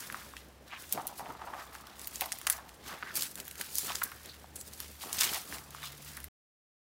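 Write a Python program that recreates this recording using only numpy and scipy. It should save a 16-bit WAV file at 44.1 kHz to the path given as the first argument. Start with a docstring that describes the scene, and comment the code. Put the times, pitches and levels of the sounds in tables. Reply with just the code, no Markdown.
"""Between ruined walls, slow close footsteps cross dry dirt, loose stones and dead weeds.
Each sole crushes weeds and grit into crackle while the heel thumps the soil. Stones grind and knock,
stalks snap and small things scrape; the walls briefly answer the knocks and snaps.
A far engine drones under outdoor air. The sound stops dead shortly after six seconds."""
import sys
import numpy as np
from scipy import signal
from scipy.fft import rfft, irfft, next_fast_len
from scipy.io import wavfile
from scipy.ndimage import uniform_filter1d, map_coordinates

SR = 44100
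rng = np.random.default_rng(int(sys.argv[2]) if len(sys.argv) > 2 else 0)


def transcribe(signal):
    """Save signal, clipped to [-1, 1], as a 16-bit WAV file at the path in sys.argv[1]."""
    frames = np.atleast_2d(signal).T
    limited = np.clip(frames, -1, 1)
    pcm = np.round(limited * 32767).astype(np.int16)
    wavfile.write(sys.argv[1], SR, pcm)


N = 304422
BLOW_SAMPLES, LEAD_SAMPLES = 1024, 128  # length of one blow; its run-up to the peak


def amp(db):
    """Decibels to gain."""
    return 10 ** (np.asarray(db) / 20)


def unit(x):
    """x scaled to rms 1."""
    return x / np.sqrt(np.mean(x ** 2) + 1e-20)


def along(points, hz):
    """Reads (Hz, value) points on a log frequency axis."""
    freqs, values = np.transpose(points)
    return np.interp(np.log(hz + 1), np.log(freqs + 1), values)


def wobble(rate):
    """A smooth random curve, rate knots a second."""
    knots = rng.standard_normal(int(N * rate / SR) + 4)
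    return map_coordinates(knots, [np.arange(N) * rate / SR])


def filtered(x, response):
    """x through a complex frequency response."""
    size = next_fast_len(x.shape[-1] + 8192)
    return irfft(rfft(x, size) * response(np.fft.rfftfreq(size, 1 / SR)), size)[..., :x.shape[-1]]


def coloured(x, spectrum):
    """x shaped by (Hz, dB) points, rms 1."""
    return unit(filtered(x, lambda hz: amp(along(spectrum, hz))))


def resonance(f, hz, width_hz):
    """The response at frequencies f of one damped mode centred on hz."""
    return 1j * f * width_hz / (hz * hz - f * f + 1j * f * width_hz + 1e-9)


def blow(rise, t60):
    """The force of one contact: a quick build-up to the peak, then a decay."""
    t = (np.arange(BLOW_SAMPLES) - LEAD_SAMPLES) / SR
    return np.where(t < 0, np.exp(-(t / rise) ** 2), amp(-60 * t / t60))


def grains(per_s, t60, spread_db, hiss, clump_db):
    """White crackle: random noise bursts of uneven size, in clumps, over a bed of hiss."""
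    onsets = rng.random(N) < per_s / SR
    sizes = amp(spread_db * np.minimum(rng.exponential(size=N), 3.5))
    envelope = unit(signal.fftconvolve(onsets * sizes, blow(rise=0.0013, t60=t60))[:N])
    clumps = amp(clump_db * wobble(40))
    return unit((envelope + hiss) * clumps * rng.standard_normal(N))


def mottled(x, depth_db):
    """Every fragment has its own pitch: brief narrow patches of the spectrum stand out."""
    spectra = signal.stft(x, nperseg=512)[2]
    patches = uniform_filter1d(rng.standard_normal(spectra.shape), size=3, axis=0)
    patches = unit(uniform_filter1d(patches, size=3, axis=1))
    return unit(signal.istft(spectra * amp(depth_db * patches), nperseg=512)[1][:N])


def swells(rows, rest_db):
    """Gain of (peak s, build-up s, die-away s, dB) swells over a resting level; flanks span 20 dB."""
    t, power = np.arange(0, N, 32) / SR, amp(2 * rest_db)
    for at, build, fade, db in rows:
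        drop_db = 20 * np.maximum((at - t) / build, (t - at) / fade)
        power = power + amp(2 * (db - drop_db))
    return np.interp(np.arange(N) / SR, t, np.sqrt(power))


def place(out, at, db, sound):
    """Lays one hit into out, peaking at the given time and level."""
    start = round(at * SR) - np.abs(sound).argmax()
    out[start:][:len(sound)] += amp(db) * sound / np.abs(sound).max()


def air():
    """A gently wavering outdoor wash, darker toward the treble."""
    # tone of the open air: (frequency [Hz], relative level [dB])
    spectrum = [(20, -35.5), (42, -12), (65, 1), (90, -5.5), (220, -8), (600, -19), (1200, -15.5),
                (2700, -21), (6000, -27), (16000, -38)]
    return amp(-61 + 1.1 * wobble(4.7)) * coloured(rng.standard_normal(N), spectrum)


def engine():
    """A far engine's firing tone and its octave, wavering with the air between."""
    # the drone's course: (time [s], firing rate [Hz], fundamental level [dB], octave level [dB])
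    course = [(0, 63, -75, -80), (.35, 64.1, -61, -91), (.9, 69.9, -70, -94.5), (1.6, 65, -63, -85),
              (2.7, 64.3, -63.5, -88), (3.2, 68.5, -67.5, -64.5), (3.6, 73.4, -62, -72),
              (4.15, 73, -63.5, -71), (4.7, 75.8, -59.5, -77.5), (5.4, 74, -65, -89.5),
              (5.6, 71.8, -62, -61.5), (6.05, 72.16, -61.5, -59.5), (6.28, 71, -53, -69)]
    times, *columns = np.transpose(course)
    hz, fundamental_db, octave_db = [np.interp(np.arange(N) / SR, times, c) for c in columns]
    phase = 2 * np.pi * np.cumsum(hz + 1.5 * wobble(21)) / SR
    fundamental = amp(fundamental_db + 2 * wobble(16)) * np.sin(phase)
    octave = amp(octave_db + wobble(4.4)) * np.sin(2 * phase)
    return np.sqrt(2) * (fundamental + octave)


def sole_crunch():
    """Under the sole, thin stalks crackle bright and grit fractures lower."""
    # presses of the sole: (peak time [s], build-up [s], die-away [s], weeds level [dB], grit level [dB])
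    presses = [(0, .05, 0.26, -44, -49.5), (.174, 0.22, 0.4, -50.5, -54), (.38, 0.041, 0.12, -61, -53),
               (0.679, 0.02, 0.06, -64, -53), (.74, 0.11, 0.67, -87, -57.5), (.8, 0.03, 0.19, -47, -54.5),
               (.932, 0.072, 0.15, -44, -48), (1.076, 0.019, 0.5, -60, -55),
               (1.184, 0.026, 0.045, -42, -51), (1.303, 0.19, 0.075, -57, -58),
               (1.42, 0.24, 0.42, -67.5, -59), (1.604, 0.19, 0.16, -54.5, -54),
               (1.765, 0.12, 0.13, -55, -55), (1.9, 0.15, 0.6, -65.5, -57.5),
               (2.014, 0.079, 0.24, -48, -57), (2.149, 0.049, 0.14, -43.5, -49.5),
               (2.216, 0.034, 0.14, -42, -42), (2.33, 0.039, 0.53, -51.5, -51.5),
               (2.523, 0.06, 0.07, -36.5, -48.5), (2.696, 0.099, 0.38, -65, -67),
               (2.884, 0.076, 0.16, -51, -44.5), (3.1, 0.25, 0.17, -77, -51.5),
               (3.164, 0.026, 0.14, -33, -43.5), (3.234, 0.083, 0.096, -36, -44),
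               (3.388, 0.038, 0.07, -45, -50), (3.479, .08, 0.16, -50.5, -55),
               (3.605, 0.088, 0.43, -45.5, -49), (3.782, 0.1, 0.26, -32.5, -47.5),
               (3.86, .15, .1, -60, -47.5), (3.903, 0.078, 0.045, -63, -37.5),
               (3.96, 0.029, 0.13, -41.5, -45.5), (4.033, .05, 0.24, -48, -54),
               (4.27, 0.24, 0.43, -55, -54), (4.565, 0.039, 0.11, -51, -61), (4.614, 0.03, 0.015, -43, -67),
               (4.679, 0.092, 0.05, -49, -58), (4.737, .05, 0.066, -47.5, -54),
               (4.804, 0.062, 0.34, -48, -50.5), (5.019, 0.036, 0.18, -42, -45),
               (5.151, 0.073, 0.17, -38, -52), (5.214, 0.046, 0.12, -28, -30),
               (5.25, 0.13, 0.034, -38, -33.5), (5.355, 0.26, 0.13, -36.5, -39.5),
               (5.541, 0.14, 0.13, -41, -48.5), (5.75, 0.16, 0.63, -55.5, -52),
               (5.832, 0.034, 0.13, -47, -42), (6.082, 0.17, 0.37, -48.5, -52.5)]
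    # tone of dry weeds: (frequency [Hz], relative level [dB])
    weed_spectrum = [(800, -74), (2500, -23), (4500, -6), (7000, -5.5), (11000, -5), (16000, -6.5)]
    # tone of grit: (frequency [Hz], relative level [dB])
    grit_spectrum = [(250, -66), (900, -9), (2000, -7), (3500, -5.5), (5500, -9.5), (9000, -16.5)]
    weeds = coloured(grains(per_s=320, t60=0.021, spread_db=8, hiss=1.3, clump_db=0.5), weed_spectrum)
    grit = coloured(grains(per_s=970, t60=0.014, spread_db=3.5, hiss=0.48, clump_db=-0.53), grit_spectrum)
    at, build, fade, weeds_db, grit_db = np.transpose(presses)
    weeds_gain = swells(zip(at, build, fade, weeds_db), rest_db=-77)
    grit_gain = swells(zip(at, build, fade, grit_db), rest_db=-80)
    return weeds_gain * mottled(weeds, depth_db=2.5) + grit_gain * mottled(grit, depth_db=2)


def stone_grind():
    """Rubbing grains excite stones; the size of stone underfoot sets which resonance speaks."""
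    # stones shifting: (peak time [s], build-up [s], die-away [s], level [dB], resonance [Hz])
    shifts = [(0, .1, 0.6, -54.5, 1450), (.17, .15, 0.13, -50.5, 1210), (0.733, 0.045, 0.11, -45.5, 1340),
              (.98, 0.053, 0.06, -45, 790), (1.0, 0.073, 0.13, -47, 885), (1.1, 0.027, 0.14, -53, 880),
              (1.2, 0.016, 0.11, -46.5, 750), (1.265, 0.026, 0.14, -51.5, 810),
              (1.302, 0.065, 0.071, -47.5, 910), (1.425, 0.15, 0.087, -48.5, 1020),
              (1.48, 0.05, 0.11, -48.5, 990), (1.545, 0.066, 0.12, -49, 960),
              (1.604, 0.044, 0.073, -43, 1210), (1.76, 0.63, 0.92, -55.5, 1080),
              (2.24, 0.041, 0.17, -49, 750), (2.49, 0.048, 0.17, -44, 1300), (2.58, 0.15, 0.27, -54, 1000),
              (2.92, 0.087, 0.12, -44.5, 1070), (3.087, 0.17, 0.14, -46.5, 1470),
              (3.22, .15, 0.18, -56, 1440), (3.377, 0.027, 0.12, -51.5, 1460),
              (3.604, 0.16, 0.1484, -54, 1610), (3.903, 0.033, 0.067, -40, 1114),
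              (4.033, 0.043, 0.12, -45.5, 1380), (4.13, .2, 1, -60.5, 1420),
              (5.043, 0.051, 0.1, -55.5, 840), (5.1, 0.055, 0.53, -50.5, 1130),
              (5.234, 0.14, 0.1, -50, 1400), (5.369, 0.17, 0.072, -48, 849),
              (5.546, 0.092, 0.14, -49.5, 1130), (5.845, 0.52, 0.42, -60, 1126),
              (6.17, 0.11, 0.12, -53, 1460)]
    # stone sizes, large to small: (resonance [Hz])
    stone_modes = [760, 894, 1161, 1540]
    at, build, fade, db, ring_hz = np.transpose(shifts)
    rub = mottled(grains(per_s=250, t60=0.006, spread_db=2.2, hiss=1.8, clump_db=0.4), depth_db=1.2)
    out = np.zeros(N)
    for hz in stone_modes:
        off_size_db = 110 * np.log(ring_hz / hz) ** 2  # a stone speaks less the further its size is off
        gain = swells(zip(at, build, fade, db - off_size_db), rest_db=-76.5)
        out += gain * unit(filtered(rub, lambda f: resonance(f, hz, 0.47 * hz) ** 2))
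    return out


def heel_thumps():
    """The heel loads packed soil in dull, lumpy thumps."""
    # heel falls: (peak time [s], die-away [s], level [dB])
    heels = [(.1, 0.25, -56.5), (.95, 0.036, -51), (.99, 0.078, -43.5), (1.3, 0.12, -48.5),
             (1.54, 0.068, -52.5), (2.476, 0.06, -48.5), (2.96, 0.55, -56), (3.19, 0.19, -52),
             (3.39, 0.046, -51), (3.604, 0.045, -47), (3.911, 0.16, -50), (5.05, 0.1, -52.5),
             (5.24, 0.21, -47.5), (5.54, 0.13, -55.5)]
    # tone of packed soil: (frequency [Hz], relative level [dB])
    spectrum = [(25, -64.5), (60, -15), (110, -3.5), (300, -2), (600, -5.5), (1000, -12), (3000, -68.5)]
    load = swells([(at, 0.86 * fade, fade, db) for at, fade, db in heels], rest_db=-61.5)
    return load * coloured(grains(per_s=110, t60=0.058, spread_db=1.2, hiss=1, clump_db=-2), spectrum)


def stone_knocks():
    """A few rough ms of contact ring a stone's damped lowest mode and a weaker, higher one."""
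    # stones clacking together: (time [s], peak level [dB], ring [Hz])
    knocks = [(0.101, -27, 1500), (0.127, -35, 1410), (0.1454, -24.5, 1290), (0.338, -38, 1090),
              (0.3673, -39, 2030), (0.7346, -36, 1150), (0.9768, -27, 748), (0.999, -30.5, 890),
              (1.007, -38, 810), (1.056, -37, 820), (1.196, -31, 914), (1.2066, -35, 780),
              (1.218, -39, 754), (1.2598, -37, 2000), (1.3079, -40, 1030), (1.352, -40, 920),
              (1.419, -35, 990), (1.4744, -37, 970), (1.482, -42, 900), (1.538, -29.5, 1140),
              (1.546, -33, 870), (1.588, -38, 1050), (1.753, -33, 1380), (2.2165, -31, 2290),
              (2.2183, -31.5, 990), (2.2215, -26, 730), (2.222, -25, 2270), (2.238, -36, 2250),
              (2.2385, -39, 700), (2.244, -41, 2300), (2.2625, -35, 1010), (2.3199, -33.5, 1640),
              (2.415, -36, 1350), (2.4709, -22, 1247), (2.5, -26.5, 1660), (2.5884, -35.5, 900),
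              (3.0268, -26, 1450), (3.0309, -26.5, 1420), (3.049, -40, 1700), (3.0737, -40, 1500),
              (3.1082, -42, 1900), (3.119, -44, 1800), (3.4798, -39.5, 1580), (3.6113, -27, 1690),
              (3.897, -25, 2947), (3.9042, -31, 1120), (3.954, -33.5, 1530), (4.018, -24.5, 1380),
              (4.021, -21, 1410), (4.023, -27, 1490), (4.1199, -31, 1400), (4.444, -40, 769),
              (4.804, -39.5, 1280), (5.038, -34, 1000), (5.218, -18, 3520), (5.223, -30.5, 1070),
              (5.2352, -28, 2290), (5.2948, -40, 2810), (5.33, -31, 1390), (5.5259, -29.5, 1460),
              (5.749, -32.5, 1190), (5.785, -40, 1300), (5.831, -32, 1810), (5.839, -36, 1090),
              (6.1746, -32.5, 1647), (6.2442, -39, 1774)]
    strike = blow(rise=0.001, t60=0.009)
    settling_grit = 0.04 * blow(rise=0.00085, t60=0.019)
    bursts = rng.standard_normal((len(knocks), BLOW_SAMPLES)) * (strike + settling_grit)
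    bursts[:, LEAD_SAMPLES] += 22  # the sharp edge of the blow
    out = np.zeros(N)
    for (at, db, hz), burst in zip(knocks, bursts):
        low_mode = filtered(burst, lambda f: resonance(f, hz, 0.55 * hz) ** 2)
        high_mode = filtered(burst, lambda f: resonance(f, 3.1 * hz, hz) ** 2)
        place(out, at, db, low_mode - amp(-32) * high_mode)
    return out


def stalk_snaps():
    """A stalk breaks in a ragged burst: a bright, briefly ringing crack and a lower woody body."""
    # stalks breaking: (time [s], crack peak [dB], brightest frequency [Hz], body relative to crack [dB])
    snaps = [(0.125, -27.5, 11500, -6), (0.3672, -37, 7800, 4.5), (0.823, -29, 10400, -14),
             (0.9255, -8, 13100, -22), (0.9252, -25, 12000, -10), (0.9328, -17, 11660, -35),
             (1.07, -16, 13100, -46), (1.0766, -26, 9600, -22), (1.745, -39, 8850, -4),
             (1.7513, -38.5, 6000, -16), (1.87, -33, 3980, -10), (1.995, -28.5, 8560, -20),
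             (2.016, -31, 7500, -22), (2.045, -31, 5770, -25), (2.073, -18.5, 14500, -18.5),
             (2.158, -19.5, 6400, -34), (2.21, -15, 14100, -7), (2.2175, -22, 11200, -8),
             (2.259, -24.5, 13100, -15), (2.321, -16.5, 8690, -11), (2.3259, -20.5, 6700, -10),
             (2.387, -25, 11200, -14), (2.415, -25.5, 9700, -10.5), (2.469, -9.5, 9000, -12),
             (2.4733, -18.5, 6440, -2), (2.5, -7, 10570, -26), (2.5045, -14.5, 10800, -19),
             (2.6923, -37, 10000, -1), (3.155, -17, 11500, -17.5), (3.172, -16.5, 10640, -17),
             (3.221, -23, 8500, -29), (3.223, -17, 5700, -46), (3.233, -16.5, 11300, -33),
             (3.356, -27.5, 9600, -11), (3.377, -34, 9000, -5.5), (3.384, -36, 10600, -10),
             (3.4014, -23.5, 9200, -8), (3.453, -32, 9500, -25), (3.48, -29, 12500, -12),
             (3.5123, -31.5, 8000, -5), (3.5557, -31, 10200, -9), (3.6115, -18.5, 13200, -9),
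             (3.614, -22, 8900, -5), (3.755, -15, 10200, -28), (3.784, -12, 11000, -27),
             (3.92, -29, 4500, 1.5), (3.951, -24, 8200, -20), (3.9553, -15, 5850, -27),
             (4.034, -19, 12360, -41), (4.0375, -12, 13300, -31), (4.117, -34, 11500, -5),
             (4.259, -31.5, 8380, -12), (4.557, -30, 10400, -18), (4.56, -26, 9500, -18),
             (4.564, -28, 8140, -15), (4.6122, -27, 8000, -25), (4.7352, -32, 6170, -44),
             (4.8029, -17.5, 11500, -14.5), (5.1292, -16.5, 8780, -15), (5.1699, -24, 9480, -14),
             (5.186, -23, 6370, -7), (5.19, -15, 5440, -12), (5.2054, -18, 7900, -11),
             (5.2098, -9, 5500, -16), (5.2113, -17, 9000, -24), (5.2339, -13, 5800, -7),
             (5.2438, -26, 5000, -17), (5.335, -19.5, 5800, -22), (5.5838, -33.5, 4800, -4),
             (5.707, -34, 9300, -22), (6.17, -27.5, 10260, -18), (6.203, -30, 10600, -16),
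             (6.2428, -27.5, 11700, -10)]
    tear_s = 0.0059  # from first contact until the stalk has torn through
    tearing = np.exp(-(np.arange(BLOW_SAMPLES) / SR / tear_s) ** 4)
    bursts = rng.standard_normal((len(snaps), 2, BLOW_SAMPLES)) * blow(rise=0.0004, t60=0.022) * tearing
    bursts[..., LEAD_SAMPLES] += 3.5  # the instant of fracture
    out = np.zeros(N)
    for (at, db, hz, body_db), (crack, body) in zip(snaps, bursts):
        fizz = filtered(crack, lambda f: 0.32 * (f > 3000) * np.minimum(f / hz, 1) ** 0.3)
        ring = filtered(crack, lambda f: resonance(f, hz, 0.6 * hz) + 0.5 * resonance(f, hz, 0.07 * hz))
        wood = filtered(body, lambda f: resonance(f, hz=2500, width_hz=3000) ** 2)
        place(out, at, db, fizz + ring)
        place(out, at, db + body_db, wood)
    return out


def scrapes():
    """Small things drag over stone: rough friction sings in one narrow band, swelling and fading."""
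    # drags: (start [s], length [s], centre [Hz], width [Hz], level [dB])
    drags = [(0.7, 0.083, 2530, 1200, -48), (2.219, 0.0095, 700, 150, -41),
             (3.055, 0.052, 1531, 231.5, -55), (5.828, 0.034, 3560, 400, -48),
             (4.264, 0.064, 4159, 900, -54), (4.556, 0.068, 9400, 900, -54), (4.556, 0.091, 7760, 700, -55)]
    rub = grains(per_s=190, t60=0.008, spread_db=3, hiss=1.2, clump_db=2)
    t, out = np.arange(N) / SR, np.zeros(N)
    for start, length, hz, width_hz, db in drags:
        progress = np.clip((t - start) / length, 0, 1)
        arch = np.sqrt(np.sin(np.pi * progress).clip(0))
        out += amp(db) * arch * unit(filtered(rub, lambda f: resonance(f, hz, width_hz) ** 2))
    return out


def wall_echo(x):
    """The close roofless walls answer briefly, the upper mids dying first."""
    # decay between the walls: (frequency [Hz], time to fall 60 dB [s])
    decay_times = [(500, 0.089), (3000, 0.013), (12000, 0.069)]
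    hz, t, noise = signal.stft(rng.standard_normal(SR // 4), SR, nperseg=256)
    decay = amp(-60 * t / along(decay_times, hz)[:, None])
    tail = signal.istft(noise * decay, SR, nperseg=256)[1]
    delayed = np.pad(x, (200, 0))
    return signal.fftconvolve(delayed, tail / np.linalg.norm(tail))[:N]


def scene():
    """Mono mix: sharp hits with their echo, dry ground textures, engine and air."""
    hits = stalk_snaps() + stone_knocks()
    ground = sole_crunch() + stone_grind() + scrapes() + heel_thumps()
    return (hits + amp(-11.5) * wall_echo(hits) + ground + engine() + air())[None]


def record(dry):
    """The sound stops dead, and a steep low-pass removes the very top."""
    end_s, top_hz = 6.2845, 15850
    gate = np.arange(N) < end_s * SR
    return filtered(dry * gate, lambda hz: 1 / (1 + (hz / top_hz) ** 200))


dry = scene()
out = record(dry)
transcribe(out)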